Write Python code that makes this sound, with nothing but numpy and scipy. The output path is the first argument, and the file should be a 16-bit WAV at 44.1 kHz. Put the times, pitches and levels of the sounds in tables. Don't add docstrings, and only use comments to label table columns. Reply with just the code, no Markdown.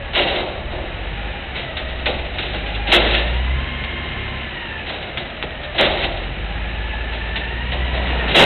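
import sys
import numpy as np
from scipy import signal
from scipy.io import wavfile
from scipy.ndimage import uniform_filter1d

SR = 44100
rng = np.random.default_rng(int(sys.argv[2]) if len(sys.argv) > 2 else 0)


def log_audio(samples):
    frames = np.atleast_2d(samples).T
    limited = np.clip(frames, -1, 1)
    pcm = np.round(limited * 32767).astype(np.int16)
    wavfile.write(sys.argv[1], SR, pcm)


def ratio(d):
    e = np.asarray(d, float) / 20
    return 10 ** e


N = 372634
CRUISE_HZ = 840


def rms_one(x):
    return x / np.sqrt(np.mean(x ** 2) + 1e-20)


def noise():
    return rng.standard_normal(N)


def in_time(rows):
    s, values = np.transpose(rows)
    return np.interp(np.arange(N) / SR, s, values)


def at_hz(points, hz):
    f, level_db = np.transpose(points)
    return np.interp(np.log(hz), np.log(f), level_db)


def drift(rate):
    r = np.exp(-80 * np.pi * rate / SR)
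    slow = signal.lfilter([1], [1, -2 * r, r * r], rng.standard_normal(N // 40 + 2002))[2000:]
    return np.interp(np.arange(N) / 40, np.arange(len(slow)), rms_one(slow))


def colour(x, spectrum):
    hz, level_db = np.transpose(spectrum)
    edges = np.geomspace(hz[0], hz[-1], num=int(5 * np.log2(hz[-1] / hz[0])))
    centres = np.sqrt(edges[1:] * edges[:-1])
    gains = ratio(at_hz(spectrum, centres))
    total = np.zeros(N)
    for k, gain in enumerate(gains):
        band = signal.butter(2, edges[k:k + 2], "band", fs=SR, output="sos")
        total += (-1) ** k * gain * signal.sosfilt(band, x)
    return total / np.sqrt(np.sum(gains ** 2 * np.diff(edges)) / (SR / 2))


def ring(x, hz, t60):
    r = ratio(-60 / (t60 * SR))
    w = 2 * np.pi * hz / SR
    return signal.lfilter([0, 2 * np.sin(w) * np.sqrt(1 - r)], [1, -2 * r * np.cos(w), r * r], x)


def tone(hz, wobble_hz, flutter_db):
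    phase = 2 * np.pi * (np.cumsum(hz + wobble_hz * drift(8.23)) / SR + rng.random())
    return np.sqrt(2) * np.sin(phase) * ratio(flutter_db * drift(7))


def street(x):
    out = x.copy()
    for lag_s, db in [(.023, -35.5), (.047, -32.5), (.081, -14), (.128, -16), (.19, -16.5)]:
        lag = round(lag_s * SR)
        out[lag:] += ratio(db) * x[:-lag]
    return out


def shaft_speed():
    # t/s, f/Hz
    speed = [(0, 570), (.45, 515), (1.2, 815), (1.43, 810), (1.75, 620), (2.2, 665), (2.63, 800),
             (3.08, 835), (3.64, 1068), (4.38, 1052), (4.87, 835), (5.15, 680), (5.85, 570), (6.65, 850),
             (7.39, 885), (7.75, 975), (8.1, 972), (8.45, 800)]
    flywheel_s = .1
    return uniform_filter1d(in_time(speed), round(flywheel_s * SR), mode="nearest")


def engine_load():
    # t/s, level/dB
    load = [(0, -4), (.45, -9), (.8, -1.5), (1.3, 1.5), (1.45, -12.5), (2.2, -7), (2.6, 2), (3.1, 8),
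            (3.55, 10), (3.72, -1.5), (4.4, -3.5), (4.55, -13.5), (5.3, -18.5), (5.8, -8), (6.25, 1.5),
            (7.5, 1), (7.8, 8.5), (8.45, 4)]
    return in_time(load)


def pump(hz):
    # t/s, level/dB
    pressure = [(0, 0.5), (.6, -8), (1.45, -1), (1.7, 2), (2.3, -6.5), (2.8, 5.5), (3.3, 0.5), (3.9, 5),
                (4.75, 0), (6.3, -4), (6.6, -0.5), (8.1, 2.5), (8.3, -1.5), (8.45, -2.5)]
    # f/Hz, level/dB
    housing = [(640, -39), (800, -40), (1050, -46), (1580, -52), (1750, -37), (2250, -44), (2800, -38),
               (3200, -44)]
    overtones_db = [-1.5, .1, -4.5]
    # f/Hz, width/Hz, level/dB
    panels = [(1744, 25, -45.5), (130.4, 1.4, -53.5), (354, 14, -47.5), (550, 16, -57.5), (2910, 39, -46.5)]
    pressure_db = in_time(pressure)
    out = np.zeros(N)
    for k, db in enumerate(overtones_db, start=1):
        level_db = db - 3 + pressure_db + at_hz(housing, k * hz)
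        for detune in (.99, 1.01):
            ripple = 1 + .6 * drift(60)
            out += ratio(level_db) * ripple * tone(k * hz * detune, 7 * k, 1.8)
    shake_db = 14 * np.log2(hz / CRUISE_HZ)
    for f, width_hz, db in panels:
        out += ratio(db + shake_db + 0.77 * drift(4.1)) * ring(noise(), f, 0.91 / width_hz)
    return out


def exhaust_tones(rate, load_db):
    # multiple of the firing rate, level/dB
    orders = [(2 / 3, -1), (4 / 3, -2), (5 / 3, -5), (7 / 3, -8), (3, -2), (3.56, -3)]
    # f/Hz, level/dB
    exhaust = [(25, -3), (45, 6), (72, 7), (90, 0), (110, -2.5), (135, 0.5), (170, -3.5), (250, 2)]
    # t/s, length/s, level/dB
    lopes = [
        (.55, 0.33, -30),
        (1.75, 0.58, -30),
        (4.052, 0.37, -37),
        (5.745, 0.46, -38),
    ]
    second_db = -39.5 + .4 * load_db + at_hz(exhaust, 2 * rate)
    tones = ratio(-28.5 + load_db) * tone(rate, .4, 1.6)
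    tones += ratio(second_db) * tone(2 * rate, .7, 2.2)
    for k, db in orders:
        order_db = -42 + .2 * load_db + db + at_hz(exhaust, k * rate)
        tones += ratio(order_db) * tone(k * rate, 0.59, 3.0)
    t = np.arange(N) / SR
    lope = np.full(N, ratio(-47))
    edge_s = 0.12
    for s, length, db in lopes:
        lope += ratio(db) * np.clip(np.minimum(t - s, s + length - t) / edge_s, 0, 1)
    half_orders = ratio(0.5) * tone(rate / 2, .4, 1.5) + tone(3 / 2 * rate, .5, 1.5)
    return tones + lope * half_orders


def rumble(load_db):
    low = signal.butter(2, [42, 140], "band", fs=SR, output="sos")
    level_db = -40.5 + .3 * load_db + 1.8 * drift(0.9)
    return ratio(level_db) * rms_one(signal.sosfilt(low, noise()))


def block_noise(rate, octaves, load_db):
    # f/Hz, level/dB per Hz
    clatter_spectrum = [(750, -47.5), (950, -25), (1170, -21.5), (1440, -17), (1750, -11.5), (2100, -12.5),
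                        (2500, -13), (3000, -12.5), (3500, -23.5), (3900, -3.5), (4300, -21.5), (5200, -15)]
    drone_spectrum = [(76, -51), (130, -5.5), (243, -1.5), (280, -6.5), (334, -6.5), (572, -4), (826, -5),
                      (1140, -16), (1400, -10), (1820, -43), (3080, -120)]
    swing_s, swing_rise_s = 7.77, 0.4
    swing = np.clip((np.arange(N) / SR - swing_s) / swing_rise_s, 0, 1)
    clatter_db = -30 + 4.5 * octaves + 0.049 * load_db + 4.5 * swing
    drone_db = -33 + 0.048 * load_db + 9 * swing
    throb = np.cos(2 * np.pi * np.cumsum(rate) / SR)
    clatter = colour(noise() * ratio(1.1 * throb + 0.18 * drift(21)), clatter_spectrum)
    drone = colour(noise() * ratio(0.68 * throb + 1.1 * drift(48)), drone_spectrum)
    return ratio(clatter_db - 3.5) * clatter + ratio(drone_db - 4.5) * drone


def engine(teeth_hz, load_db):
    rate = teeth_hz / 15.7
    octaves = np.log2(teeth_hz / CRUISE_HZ)
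    return exhaust_tones(rate, load_db) + rumble(load_db) + block_noise(rate, octaves, load_db)


def impacts():
    # t/s, steel level/dB, bin level/dB re steel, rise/s, jolt length/s
    big_blows = [(.127, -14, -8, .006, .03), (.146, -5, -9, .012, .03), (.262, -12, -7, .01, .03),
                 (.343, -15, -7, .01, .03), (2.056, -8, -9, .003, .012), (2.864, -12, -8, .008, .04),
                 (2.916, -2, -8, .003, .025), (3.04, -14, -10, .02, .04), (3.13, -9, -14, .008, .007),
                 (3.175, -12, -14, .004, .017), (5.742, -20, -4, .003, .03), (5.773, -3, -9, .022, .028),
                 (5.965, -16, -12, .006, .012), (6.005, -15, -10, .003, .012), (6.03, -12, -12, .006, .007),
                 (8.27, -13, -9, .012, .04), (8.342, 4.5, -6, .007, .07)]
    # t/s, steel level/dB, bin level/dB re steel, T60/s
    knocks = [(1.767, -11, -20, .2), (2.056, -6, -14, .08), (2.383, -9, -17, .15), (2.746, -15, -15, .12),
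              (2.916, 7, -14, .14), (2.937, 6, -18, .12), (2.956, 4, -22, .08), (3.141, 0, -22, .09),
              (3.839, -15, -12, .06), (5.171, -7, -16, .07), (5.426, -14, -2, .05), (5.783, -1, -14, .12),
              (6.036, -3, -22, .08), (7.357, -11, -15, .2)]
    # t/s, steel level/dB, bin level/dB re steel, T60/s
    rattles = [(0.712, -26, 1, .5), (1.543, -15.5, -8, .14), (1.563, -18, -25, .48), (1.881, -22, -8, .22),
               (1.98, -23.5, -8, .3), (2.157, -28.5, -7, .13), (2.33, -23, -10, .34),
               (2.418, -15.5, -12, .43), (2.527, -18, -7.5, .38), (2.655, -19, -21, .39),
               (3.295, -27.5, -11.5, .18), (4.862, -17.5, -11, .25), (4.887, -18, -7.5, .54),
               (5.008, -23, -12, .34), (5.189, -19.5, -11, .23), (5.628, -19.5, -14.5, .11),
               (6.16, -24, -4, .45), (6.865, -34, -11, .23), (7.115, -20, -10.5, .44),
               (7.713, -15.5, -6, .23), (7.931, -17.5, -4.5, .41), (8.056, -20.5, -14, .53)]
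    events = [(*blow, min(.13 + 10.5 * blow[-1], .48)) for blow in big_blows]
    events += [(s, db, bin_db, .0015, .003, t60) for s, db, bin_db, t60 in knocks]
    events += [(s, db, bin_db, .0069, .011, t60) for s, db, bin_db, t60 in rattles]
    return events


def jolts(events):
    steel, plastic = np.zeros(N), np.zeros(N)
    for s, db, bin_db, rise, length, t60 in events:
        start = round(s * SR)
        span = slice(start, start + SR // 2)
        t = np.arange(len(steel[span])) / SR
        fall = ratio(-60 * np.maximum(t - rise - length, 0) / t60)
        steel[span] += (ratio(db - 9) * np.minimum(t / rise, 1) * fall) ** 2
        late = np.minimum(t / (rise + .004), 1)
        plastic[span] += (ratio(db + bin_db - 8.5) * late * fall ** 0.5) ** 2
    return np.sqrt(steel), np.sqrt(plastic)


def struck(force, spectrum, modes, ring_db, lumpy_db):
    lumps = force * ratio(lumpy_db * drift(60))
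    out = colour(lumps * noise() + 1e-18, spectrum)
    for hz, db, t60 in modes:
        level_db = db + ring_db + 1.0 * drift(3.2)
        out += ratio(level_db) * ring(lumps * noise() + 1e-18, hz, t60)
    return out


def steel_hopper(force):
    # f/Hz, level/dB per Hz
    crash = [(800, -40.5), (1050, -27), (1400, -7.5), (1750, -9), (2100, -5), (2600, -7), (3100, -2.5),
             (3500, -9), (3900, -7), (4300, 9.5), (5200, -5)]
    # f/Hz, level/dB, T60/s
    modes = [(1960, -3, .08), (2073, -2, .08), (2213, -5, .08), (2616, 0, .1), (2789, -1, .12),
             (2980, -4, .1), (3200, -3, .1), (3385, -5, .1), (3560, -5, .1), (3790, -2, .08)]
    return struck(force, crash, modes, ring_db=-15, lumpy_db=1.49)


def plastic_bin(force):
    # f/Hz, level/dB per Hz
    crash = [(76, -38), (130, -6), (301, -4), (357, 2.5), (442, -6), (584, 2.5), (795, -2.5), (1020, -8.5),
             (1300, -15.5), (1690, -27), (2860, -120)]
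    # f/Hz, level/dB, T60/s
    modes = [(355, -2, .2), (499, -2, .12), (562, -2, .12), (606, 0, .12), (694, -6, .1), (785, -3, .12)]
    return struck(force, crash, modes, ring_db=-8, lumpy_db=1.7)


def cracks():
    # t/s, peak level/dB
    contacts = [(.179, .5), (1.768, -14), (2.058, -10), (2.385, -14), (2.918, 2), (3.839, -9), (5.4265, -1),
                (5.784, -2), (5.812, 1.5), (5.173, -10), (7.358, -9), (8.073, -14), (8.348, -4)]
    s, db = np.transpose(contacts)
    clicks = np.zeros(N)
    clicks[np.round(s * SR).astype(int)] = ratio(db + 18)
    band = signal.butter(1, [1400, 4200], "band", fs=SR, output="sos")
    return signal.sosfilt(band, clicks + 1e-18)


def scene():
    teeth_hz = shaft_speed()
    steel, plastic = jolts(impacts())
    blows = steel_hopper(steel) + plastic_bin(plastic) + cracks()
    mix = engine(teeth_hz, engine_load()) + pump(teeth_hz) + street(blows)
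    return mix[None]


def top_cut(x):
    return signal.sosfilt(signal.butter(12, 15850, fs=SR, output="sos"), x)


def record(dry):
    capsule = signal.butter(2, 32, "high", fs=SR, output="sos")
    heard = signal.sosfilt(capsule, dry)
    squeezed = .85 * np.tanh(heard / .85)
    steep_cut = signal.cheby2(14, 85, 4870, fs=SR, output="sos")
    narrow = signal.sosfilt(steep_cut, squeezed)
    overload = .725
    return top_cut(np.clip(narrow, -overload, overload))


dry = scene()
out = record(dry)
log_audio(out)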